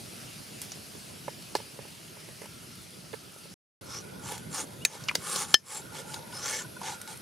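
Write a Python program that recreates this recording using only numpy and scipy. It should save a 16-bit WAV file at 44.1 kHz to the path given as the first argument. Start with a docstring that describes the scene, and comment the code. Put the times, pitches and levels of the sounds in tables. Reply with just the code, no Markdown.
"""Camp fire, then a knife on stone

A wood fire hisses and pops under a pan in an open field, over a low outdoor rumble and a far chirring animal.
After a short silent cut, closer to a flat stone, a heavy knife is dragged over it, snaps through stems and
once strikes it so that the blade rings. Hiss is shaped noise, knocks and ringing are decaying modes, snaps
are noise bursts, and strokes are grit noise driving resonances; a limiter ducks after loud peaks."""
import sys
import numpy as np
from scipy import signal
from scipy.io import wavfile
from scipy.ndimage import uniform_filter1d, minimum_filter1d

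SR = 44100
rng = np.random.default_rng(int(sys.argv[2]) if len(sys.argv) > 2 else 0)


def nominal_scale(level):
    """Amplitude ratio for a level in decibels (scalar or array-like)."""
    x = np.asarray(level, float) / 20
    return 10 ** x


def log_audio(samples):
    """Write samples as a 16-bit WAV file to the path given in sys.argv[1]."""
    # one column per channel
    frames = np.atleast_2d(samples).T
    # limit to full scale, then quantise
    limited = np.clip(frames, -1, 1)
    pcm = np.round(limited * 32767).astype(np.int16)
    wavfile.write(sys.argv[1], SR, pcm)


N = 317961

# silence between the two shots: start_s, end_s
CUT = (3.541, 3.811)


def evened(x):
    """Normalisation: scales a signal to rms 1."""
    return x / np.sqrt(np.mean(x ** 2) + 1e-20)


def read(points, hz):
    """Spectral interpolation: reads a curve on a log-frequency axis."""
    f, value = np.transpose(points)
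    return np.interp(np.log(hz + 1), np.log(f + 1), value)


def add(mix, s, sound, pan_db):
    """Intensity stereo: a level difference (left minus right) places a mono sound."""
    part = mix[:, round(s * SR):][:, :len(sound)]
    part += nominal_scale(np.array([[pan_db], [-pan_db]]) / 2) * sound[:part.shape[1]]


def resonate(x, hz, width):
    """Heterodyning: shifts the curve hz to zero, smooths and shifts back, a resonance of gain 1."""
    turn = np.exp(2j * np.pi * np.cumsum(hz * np.ones(len(x))) / SR)
    r = np.exp(-np.pi * abs(width) / SR)
    return 2 * (turn * signal.lfilter([1 - r], [1, -r], x / turn)).real


def ring(modes, seconds, rise):
    """Modal decay: dying sines start nearly together after a blow that builds up over rise seconds, peak 1."""
    t = np.arange(round(seconds * SR)) / SR
    x = 0
    for hz, db, t60 in modes:
        x = x + nominal_scale(db - 60 * t / t60) * np.sin(2 * np.pi * (hz * t + 0.36 * rng.random()))
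    x *= 1 - np.exp(-t / rise)
    return x / abs(x).max()


def crack(hz, t60, wide_db, tail_db):
    """Impulsive fracture: a noise snap near hz over a wide band, with fainter scatter from the ground, peak 1."""
    t, noise = np.arange(4000) / SR, rng.standard_normal(4000)
    decay = nominal_scale(-60 * t / max(t60, .004)) + nominal_scale(tail_db - 60 * t / 0.23)
    shape = (1 - np.exp(-t / 0.0001)) * decay
    narrow = resonate(resonate(noise, hz, .4 * hz), hz, .4 * hz)
    wide = resonate(resonate(noise, 4700, 17000), 6300, 16000)
    wide = signal.lfilter([1, -1], [1, -.85], wide)  # thin below 1 kHz
    x = shape * (evened(narrow) + nominal_scale(wide_db) * evened(wide))
    return x / abs(x).max()


def nearness(hz, centre_hz, spread):
    """Selective excitation: how strongly a contact that favours centre_hz drives a mode at hz."""
    return np.exp(-.5 * (np.log(hz / centre_hz) / spread) ** 2)


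def sweep(start, end, from_hz, to_hz):
    """Linear glide: the times of a short sound and its straight course in pitch."""
    t = np.arange(start, end, 1 / SR)
    return t, np.linspace(from_hz, to_hz, len(t))


def air():
    """Stochastic spectra: random short-time spectra with drifting patches make hiss and lumpy rumble."""
    # relative hiss spectrum of each shot: freq_hz, density_db
    fire_hiss = [(290, -14), (500, -24.5), (631, -1.5), (784, -3.5), (974, -15.5), (1180, -5.5),
                 (1300, -3.5), (1870, -7), (2770, -3.5), (3700, -6.5), (4800, -3), (7420, -9.5),
                 (9490, -6.5), (11300, -6.5), (12300, -14), (14900, -17.5), (16000, -34)]
    stone_hiss = [(290, -36), (500, -10.5), (708, -7), (868, -11.5), (1130, -15), (1440, -5), (1740, -15),
                  (2460, -12), (2770, -15), (3490, -14), (5880, -15.5), (7420, -19.5), (10200, -15),
                  (11400, -11.5), (12300, -23.5), (15000, -29.5), (16000, -36.5)]
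    # relative spectrum of the field rumble: freq_hz, density_db
    rumble = [(15, -84), (25, -73.5), (97, -3.5), (152, -2.5), (295, -12.5), (324, -8.5), (620, -19),
              (746, -46.5), (857, -26), (1000, -21), (1300, -50), (2200, -120)]
    # likeness of the two microphones, limited to -1..1: freq_hz, correlation
    likeness = [(60, -0.44), (150, 1), (380, 0.22), (950, -0.37), (2380, 0.61), (5980, 0.87), (15000, 0.48)]
    # balance of the microphones: freq_hz, left_minus_right_db
    balance = [(60, -4.5), (240, 0), (950, -2.5), (3770, 1.5), (15000, -1.5)]
    # each shot: start_s, hiss_db, hiss_drift_db_per_s, rumble_db, rumble_drift_db_per_s
    shots = [(0, -45, -1.39, -47.5, -0.88), (3.811, -49.5, 0.5, -45, -1.13)]
    # the rumble swells once: centre_s, half_width_s, rise_db
    gust = (4.23, 0.21, 2.9)
    frames, hz = N // 256 + 5, np.fft.rfftfreq(1024, 1 / SR)
    t = np.arange(frames) * 256 / SR
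    a, b, c, d, patches = rng.standard_normal((frames, 513, 5)).T
    patches = uniform_filter1d(uniform_filter1d(patches, size=10, axis=0), size=12, axis=1)
    patches = evened(patches)
    lumps = evened(uniform_filter1d(rng.standard_normal(frames), size=5))

    second = t >= CUT[0] + .1  # the shots change inside the silence
    top = np.where(second, nominal_scale(read(stone_hiss, hz))[:, None], nominal_scale(read(fire_hiss, hz))[:, None])
    bottom = nominal_scale(read(rumble, hz))[:, None]
    start, hiss_db, hiss_drift, rumble_db, rumble_drift = np.array(shots)[second * 1].T
    hiss_db = hiss_db + hiss_drift * (t - start)
    rumble_db = rumble_db + rumble_drift * (t - start) + lumps
    rumble_db = rumble_db + gust[2] * np.exp(-((t - gust[0]) / gust[1]) ** 2)
    field = nominal_scale(hiss_db) * top / np.linalg.norm(top, axis=0)
    field = field + nominal_scale(rumble_db) * bottom / np.linalg.norm(bottom, axis=0)

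    same = np.clip(read(likeness, hz), -1, 1)[:, None]
    left = a + 1j * b
    right = same * left + np.sqrt(1 - same ** 2) * (c + 1j * d)
    z = np.array([left, right]) * field * nominal_scale(1.7 * patches)
    z *= nominal_scale(np.array([.5, -.5])[:, None, None] * read(balance, hz)[:, None])
    unit = np.sqrt(1536 / 4) / 20  # level scale of the short-time spectrum
    return signal.istft(z * unit, nperseg=1024, noverlap=768)[1][:, :N]


def chirr():
    """Amplitude modulation: a far animal's fuzzy narrow note throbs unevenly, different at each microphone."""
    # bouts of chirring, levels before a common gain: start_s, end_s, level_db, pitch_hz
    bouts = [(2.5, 2.797, -67.5, 1350), (3.007, 3.503, -68.5, 1297), (3.754, 4.495, -63, 1443),
             (4.901, 5.605, -66, 1476), (5.81, 6.207, -58.5, 1407), (6.33, 6.6, -61, 1410),
             (6.813, 7.144, -59, 1430)]
    fade_s = 0.075
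    t = np.arange(N) / SR
    start, end, db, pitch_hz = np.transpose(bouts)
    level = 0
    for a, b, d in zip(start, end, db):
        level = level + nominal_scale(d) * np.clip(np.minimum(t - a, b - t) / fade_s + .5, 0, 1)
    wander = evened(uniform_filter1d(rng.standard_normal(N), size=3000))
    hz = np.interp(t, (start + end) / 2, pitch_hz) * (1 + 0.0059 * wander)
    throb_hz = 28 * (1 + 0.35 * wander)
    throb = 0.94 + np.cos(np.pi * np.cumsum(throb_hz) / SR) ** 2
    noises = rng.standard_normal((2, N))
    a, b = (evened(throb * resonate(resonate(n, hz, 110), hz, 130)) for n in noises)
    return nominal_scale(2.0) * level * np.array([a + 0.16 * b, a - 1.43 * b])


def moan(mix):
    """Band-filtered noise: a faint dull double band swells briefly in the distance."""
    # one call, pitches of the upper band: start_s, end_s, level_db, from_hz, to_hz
    call = (6, 6.37, -56.5, 821, 955)
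    start, end, db, from_hz, to_hz = call
    t, hz = sweep(start, end, from_hz, to_hz)
    noise = rng.standard_normal(20000)[:len(t)]
    upper, lower = (evened(resonate(resonate(noise, f, 91), f, 91)) for f in (hz, 0.607 * hz))
    add(mix, start, nominal_scale(db) * signal.windows.tukey(len(t), .3) * (upper + 0.7 * lower), 0)


def blips(mix):
    """Superposition: each distant blip is two soft tones under one short swell."""
    # onset and level of the upper tone: start_s, level_db
    blip_times = [(6.325, -42), (6.603, -41), (6.641, -43), (6.76, -41), (6.845, -52)]
    high_hz, low_hz, low_db, length_s = 1470, 1000, -5.5, 0.021  # low_db is relative to the upper tone
    t = np.arange(0, length_s, 1 / SR)
    for (s, db), (a, b) in zip(blip_times, rng.random((len(blip_times), 2))):
        high = np.sin(2 * np.pi * (high_hz * t + a))
        low = nominal_scale(low_db) * np.sin(2 * np.pi * (low_hz * t + b))
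        add(mix, s, nominal_scale(db) * np.hanning(len(t)) * (high + low), 0)


def bird(mix):
    """Frequency modulation: one short whistle rises quickly and levels off."""
    # one note, level before a 3 dB lift: start_s, end_s, level_db, from_hz, to_hz
    note = (4.808, 4.84, -49, 2450, 2950)
    start, end, db, from_hz, to_hz = note
    t = np.arange(start, end, 1 / SR)
    hz = to_hz + (from_hz - to_hz) * np.exp(-(t - start) / .009)
    swell = np.sin(np.pi * ((t - start) / (end - start)) ** 1.3) ** .5
    add(mix, start, nominal_scale(db + 3) * swell * np.sin(2 * np.pi * np.cumsum(hz) / SR), 0)


def log_knocks(mix):
    """Cavity modes: settling logs knock, and each knock favours the hollow modes near its own pitch."""
    # knocks: time_s, peak_db, favoured_hz, left_minus_right_db
    knocks = [(.772, -43.5, 440, 5), (.95, -43.5, 357, -15), (1.2803, -24, 640, -5),
              (1.5516, -14.5, 700, -5.5), (1.5545, -22, 471, 1), (1.587, -41, 340, -5),
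              (1.601, -36, 667, -5), (1.7895, -32.5, 600, -4), (1.852, -41.5, 620, -8),
              (2.169, -41.5, 600, -3), (2.287, -40, 500, -8), (2.417, -36.5, 420, -9),
              (2.428, -45, 600, -9), (2.44, -39, 490, -5), (2.457, -40, 700, -6), (3.131, -35.5, 450, 2),
              (3.137, -36, 340, -20), (3.361, -42, 550, 2), (3.455, -42, 500, 0)]
    # modes of a hollow log: freq_hz, level_db, t60_s
    log_modes = [(340, -11, 0.017), (450, 2, 0.029), (564, 5.5, 0.024), (700, -3, 0.014), (850, 5.5, 0.025),
                 (946, 0.5, 0.027), (1150, -0.5, 0.035), (1750, 2.5, 0.03), (2150, -2.5, 0.034),
                 (2500, -4, 0.036), (2860, -8, 0.033)]
    for s, db, centre_hz, pan_db in knocks:
        modes = []
        for hz, d, t60 in log_modes:
            modes.append((hz, d + 20 * np.log10(0.22 + nearness(hz, centre_hz, 0.29)), t60))
        add(mix, s, nominal_scale(db) * ring(modes, .08, 0.0012), pan_db)


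def fire_snaps(mix):
    """Brittle fracture: splitting fibre gives separate snaps over a random rain of faint crackles."""
    # snaps: time_s, peak_db, colour_hz, t60_s, wide_band_db
    pops = [(0.617, -17.5, 10700, 0.0046, 1), (0.7187, -25, 5900, 0.02, -4), (1.281, -42, 1870, 0.017, -1),
            (1.5516, -17.5, 4480, 0.025, -2), (1.562, -28, 5000, .012, 3), (1.567, -30, 5000, .012, 0),
            (1.574, -34, 4000, .012, 10), (2.288, -40, 2000, 0.018, 0), (2.419, -36.5, 1900, 0.03, 4),
            (2.431, -38, 2500, 0.03, 3), (2.442, -38, 2010, 0.044, 1), (2.459, -39, 2500, 0.03, -1),
            (3.1296, -35.5, 3840, .02, -5), (3.131, -40.5, 1600, 0.022, -9), (3.144, -42.5, 1500, .02, 0)]
    for s, db, hz, t60, wide_db in pops:
        add(mix, s, nominal_scale(db) * crack(hz, t60, wide_db, -18.0), -0.9)
    # crackles: colour in Hz, least peak in dB, mean number per second
    for hz, db, per_s in [(600, -58.5, 27), (4460, -51.0, 28), (10000, -46.0, 25)]:
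        happens = rng.random(N) < per_s / SR
        size = nominal_scale(db + 2 * np.minimum(rng.exponential(1, N), 4)) * happens
        add(mix, 0, signal.oaconvolve(size, crack(hz, 0.036, -1, -26.5))[:N], 0)


def slab_thuds(mix):
    """Damped low-frequency impact: the slab rocks on the soil."""
    # thuds: time_s, peak_db
    rocks = [(4.321, -31), (4.851, -32.5), (4.951, -34), (5.154, -25), (5.36, -28), (5.541, -27),
             (5.8, -39), (6.771, -43)]
    for s, db in rocks:
        add(mix, s, nominal_scale(db) * crack(400, 0.014, -21.0, -43.0), 0)


def contact_snaps(mix):
    """Impulsive contact: knife taps and snapping stems each give a noise burst."""
    # snaps: time_s, peak_db, colour_hz, wide_band_db, left_minus_right_db
    contacts = [(4.32, -23, 10130, 0.5, -3.5), (4.379, -30.5, 6490, 13.5, 1), (4.85, -4, 2500, 20, -1),
                (5.038, -31, 5900, -2, 0), (5.0785, -33, 5700, -6, -1), (5.079, -37, 3100, -15, 0),
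                (5.085, -19.5, 5100, -14, 0), (5.0855, -27, 1200, -23, 0), (5.093, -30, 4800, 0, 0),
                (5.095, -33, 1400, -20, -1), (5.112, -26.5, 1080, -13, 0), (5.112, -33, 2500, -11, 1.5),
                (5.1505, -22, 4000, 7, 1.5), (5.153, -9.5, 4950, 8, 0), (5.359, -16, 4640, 0, 3),
                (6.142, -23, 4300, -2, 2.5), (6.325, -35, 3000, 4, 1.5), (6.815, -27, 900, -12, 0),
                (7.015, -27, 9500, -6, 0), (7.076, -26.5, 4840, 20, 2), (7.173, -33.5, 9600, -15, 1.5)]
    for s, db, hz, wide_db, pan_db in contacts:
        add(mix, s, nominal_scale(db) * crack(hz, 0.019, wide_db, -24.5), pan_db)


def stem_squeak(mix):
    """Gliding resonance: one stem squeaks downward as a dying band of noise."""
    # squeak: level_db, from_hz, to_hz
    glide = [-17.5, 2820, 2150]
    db, from_hz, to_hz = glide
    t = np.arange(2000) / SR
    glide_hz = to_hz + (from_hz - to_hz) * np.exp(-t / 0.008)
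    noise = rng.standard_normal(2000)
    band = evened(resonate(resonate(noise, glide_hz, 650), glide_hz, 660))
    add(mix, 5.085, nominal_scale(db - 60 * t / 0.054) * band * (1 - np.exp(-t / 0.0035)), 1)


def hard_chop(mix):
    """Damped modes: the hardest chop rings the blade while it is held down on the stone."""
    # chop: time_s, peak_db
    chop = (4.8503, -7)
    # modes of the held blade: freq_hz, level_db, t60_s
    held_modes = [(1760, -11.5, 0.057), (2506, 7, 0.016), (3740, -3.5, 0.013), (4300, -2.5, 0.015),
                  (4920, 2, 0.011), (5630, 0, 0.012), (6390, -11, 0.11), (7200, 2, 0.025),
                  (7950, -5, 0.046)]
    add(mix, chop[0], nominal_scale(chop[1]) * ring(held_modes, .08, 0.00068), 0.5)


def blow(mix):
    """Free modal vibration: a blow on the stone rings the blade, with a first touch and a snap."""
    # levels of the blow: ring_db, snap_db, first_touch_db
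    levels = (-1.7, -2, -14.5)
    # modes of the struck blade, levels relative to ring_db: freq_hz, level_db, t60_s
    blade_modes = [(880, -22, 0.02), (1400, -16, 0.018), (1767, -11.5, 0.075), (2550, -12, 0.01),
                   (3038, -9, 0.06), (3174, -3, 0.048), (2900, -8, 0.007), (4239, -12, 0.045),
                   (4310, -19, 0.04), (5204, -12, 0.095), (5330, -16, 0.035), (5650, -21, 0.03),
                   (6584, -20, 0.06), (6450, -27, 0.025), (8900, -28, 0.017)]
    (db, snap_db, touch_db), s, pan_db = levels, 5.5426, 4.5
    add(mix, s - .002, nominal_scale(touch_db) * crack(4600, 0.061, 0, -35), pan_db)  # the tip lands first
    for mode in blade_modes:  # the lower modes radiate further to the left
        add(mix, s, nominal_scale(db + mode[1]) * ring([mode], 0.22, 0.0001), pan_db * 3000 / mode[0])
    add(mix, s, nominal_scale(snap_db) * crack(5800, 0.0078, -0.62, -27.0), pan_db)


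def squeal(mix):
    """Friction-driven resonance: a narrow noise band rises as the free length of the edge shortens."""
    # one squeal, width of one filter pass: start_s, end_s, level_db, from_hz, to_hz, width_hz
    rise = (3.915, 4.015, -44, 5300, 5950, 260)
    start, end, db, from_hz, to_hz, width_hz = rise
    t, hz = sweep(start, end, from_hz, to_hz)
    noise = rng.standard_normal(8000)[:len(t)]
    band = resonate(resonate(noise, hz, width_hz), hz, width_hz)
    add(mix, start, nominal_scale(db) * signal.windows.tukey(len(t), .7) * evened(band), 0)


def stroke(mix, start, firm_s, end, firm_db, sing_db):
    """Frictional excitation: dense grit drives a patchy rasp and the edge and slab modes near the contact."""
    # steel on stone, relative spectrum: freq_hz, density_db
    rasp_colour = [(880, -48), (1500, 1.5), (2910, -2), (3280, 1), (3550, -2.5), (4460, -0.5),
                   (10700, -2.5), (12500, -6), (14500, -7), (16000, -26)]
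    # narrow ringing of the dragged edge: freq_hz, width_hz, level_db
    edge_modes = [(3150, 150, -3), (4300, 100, 3), (5230, 99, 8.5), (5540, 130, 0), (5690, 130, 5),
                  (6100, 160, 5.5), (6700, 88, 3), (7300, 130, 6), (7540, 63, 5), (8500, 60, 3),
                  (9200, 130, 8), (9700, 120, 5.5), (10500, 160, 7)]
    # slab under the stroke, width of one filter pass: freq_hz, width_hz, level_db
    slab_modes = [(500, 350, 11), (850, 200, 10), (1150, 320, 9.5), (1385, 160, -1), (1763, 160, 3.5),
                  (2190, 140, -0.5)]
    # where the edge meets the stone, as favoured pitches: time_s, singing_hz, second_singing_hz, dull_rub_hz
    contact = [(3.86, 5260, 6100, 1260), (3.93, 5350, 5830, 1150), (3.96, 5600, 6000, 1150),
               (4.02, 5900, 6700, 1100), (4.22, 7300, 7700, 1000), (4.3, 7300, 9600, 885),
               (4.4, 6800, 9930, 770), (4.52, 7300, 9500, 1040), (4.59, 6500, 8450, 1000),
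               (4.64, 7200, 9700, 970), (4.931, 6000, 9000, 620), (5.02, 6050, 9000, 1320),
               (5.25, 8700, 10500, 1230), (5.34, 8500, 10500, 1180), (5.38, 6700, 9000, 1100),
               (5.44, 6900, 9700, 1010), (5.68, 7960, 9900, 1110), (5.82, 7400, 10000, 850),
               (5.93, 7400, 9000, 820), (6.03, 7100, 9000, 500), (6.14, 6950, 9300, 800),
               (6.31, 4800, 9400, 895), (6.38, 5300, 9500, 1100), (6.43, 6100, 5230, 1420),
               (6.5, 6300, 9200, 1330), (6.56, 6030, 7300, 2150), (6.63, 6800, 7300, 1300),
               (6.82, 8500, 3280, 930), (6.95, 8500, 4830, 805), (7.07, 8500, 9900, 850),
               (7.15, 8500, 9900, 770)]
    t = np.arange(start, end, 1 / SR)
    # higher powers: flatter top, more sudden end
    before = abs((firm_s - t) / (firm_s - start)) ** 2.66
    after = abs((t - firm_s) / (end - firm_s)) ** 2.68
    db = firm_db - 27 * np.where(t < firm_s, before, after)
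    rub_db = -3.5 - 0.14 * (db + 38.5)  # relative to the pressure level, weaker as pressure grows
    s, *pitches = np.transpose(contact)
    edge_hz, second_hz, slab_hz = (np.interp(t, s, hz) for hz in pitches)
    bend = (edge_hz / edge_hz.mean()) ** 0.08

    fine, coarse = rng.standard_normal((2, 20000))
    grit = fine * nominal_scale(2.2 * evened(uniform_filter1d(coarse, size=60)))
    drive = grit[:len(t)]

    bins, frames, z = signal.stft(grit, SR, nperseg=256, noverlap=192)
    patches = uniform_filter1d(rng.standard_normal(z.shape), size=3, axis=0)
    patches = evened(uniform_filter1d(patches, size=30, axis=1))
    # treble follows the contact
    corner_hz = 1.83 * np.interp(frames + t[0], t, (edge_hz + second_hz) / 2)
    dull = 1 / (1 + (bins[:, None] / corner_hz) ** 4)
    z = z * dull * nominal_scale(read(rasp_colour, bins)[:, None] + 1.9 * patches)
    rasp = evened(signal.istft(z, SR, nperseg=256, noverlap=192)[1][:len(t)])

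    edge = 0
    for hz, width, d in edge_modes:
        near = 0.25 * nearness(hz, edge_hz, 0.4) + nearness(hz, edge_hz, 0.073)
        near = near + 1.6 * nearness(hz, second_hz, 0.033)
        edge = edge + nominal_scale(d) * near * evened(resonate(drive, hz * bend, width))
    # the free length of the edge slides with the contact
    sliding = evened(resonate(resonate(drive, edge_hz, 330), edge_hz, 330))
    edge = evened(evened(edge) + 0.4 * sliding)

    slab = 0
    for hz, width, d in slab_modes:
        mode = evened(resonate(resonate(grit, hz, width), hz, width))[:len(t)]
        slab = slab + nominal_scale(d) * (0.52 + nearness(hz, slab_hz, 0.15)) * mode
    slab = evened(slab + 1.3 * evened(resonate(drive, slab_hz, 260)))

    sound = 0.85 * rasp + nominal_scale(sing_db) * edge + nominal_scale(rub_db) * slab
    add(mix, t[0], nominal_scale(db) * signal.windows.tukey(len(t), .15) * sound, 0)


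def ground(x):
    """Early reflection: bounces off grass and stone differ at each microphone; extreme treble is lost."""
    echo = np.zeros((2, 900))
    np.put_along_axis(echo, rng.integers(20, 900, (2, 14)), rng.choice([-1., 1.], (2, 14)), 1)
    echo *= nominal_scale(-60 * np.arange(900) / SR / 0.028)
    echo = echo / np.linalg.norm(echo[0])
    x = x + nominal_scale(-10.0) * signal.oaconvolve(x, echo, axes=1)[:, :N]
    return signal.sosfilt(signal.butter(2, 11500, fs=SR, output="sos"), x)


def scene():
    """Superposition: near sounds bounce off the ground; the air and the far animal surround them."""
    # knife strokes, singing relative to pressure: start_s, firmest_s, end_s, pressure_db, singing_db
    strokes = [(3.84, 3.96, 4.035, -47, 1), (4.2, 4.3, 4.42, -41, -11), (4.5, 4.582, 4.66, -37.5, 0.5),
               (4.86, 4.932, 5.0, -42.5, -20), (4.98, 5.013, 5.09, -52, -11),
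               (5.17, 5.396, 5.48, -34.5, -2.5), (5.44, 5.52, 5.56, -47.5, 0.5),
               (5.63, 5.73, 5.83, -40.5, 1.5), (5.915, 5.979, 6.045, -41, -29.5),
               (6.05, 6.127, 6.22, -47.5, -2), (6.29, 6.385, 6.44, -46, 1.5), (6.38, 6.519, 6.655, -35, -2),
               (6.787, 6.885, 6.985, -38, -23), (7.06, 7.105, 7.17, -45.5, -7.5)]
    near = np.zeros((2, N))
    for source in (moan, blips, bird, log_knocks, fire_snaps, slab_thuds,
                   contact_snaps, stem_squeak, hard_chop, blow, squeal):
        source(near)
    for row in strokes:
        stroke(near, *row)
    return ground(near) + air() + chirr()


def roll_off(x):
    """The treble ends steeply here."""
    return signal.sosfilt(signal.butter(12, 15900, fs=SR, output="sos"), x)


def record(dry):
    """Dynamic range compression: the limiter sinks after an overload, holds and recovers; a cut is silent."""
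    # microphone bass cut
    dry = signal.sosfilt(signal.butter(2, 70, "high", fs=SR, output="sos"), dry)
    # highest peak of the last 2400 samples
    peak = -minimum_filter1d(-abs(dry).max(0), size=2400, origin=1199)
    peak_db = 20 * np.log10(peak + 1e-9)
    fall_db = np.arange(N) * 53.0 / SR  # the held peak level falls 53 dB a second
    held_db = np.maximum.accumulate(np.minimum(peak_db, 0) + fall_db) - fall_db
    over_db = np.maximum(held_db + 9.0, 0)  # threshold -9 dB of full scale
    lag = np.exp(-1 / (0.013 * SR))  # 13 ms smoothing
    cut_db = 1.52 * signal.lfilter([1 - lag], [1, -lag], over_db)
    limited = np.clip(dry / nominal_scale(cut_db), -1, 1)
    limited = signal.oaconvolve(limited, signal.firwin(201, 16400, fs=SR)[None], "same")  # band limit
    t = np.arange(N) / SR
    return roll_off(limited * ((t < CUT[0]) | (t > CUT[1])))


dry = scene()
out = record(dry)
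log_audio(out)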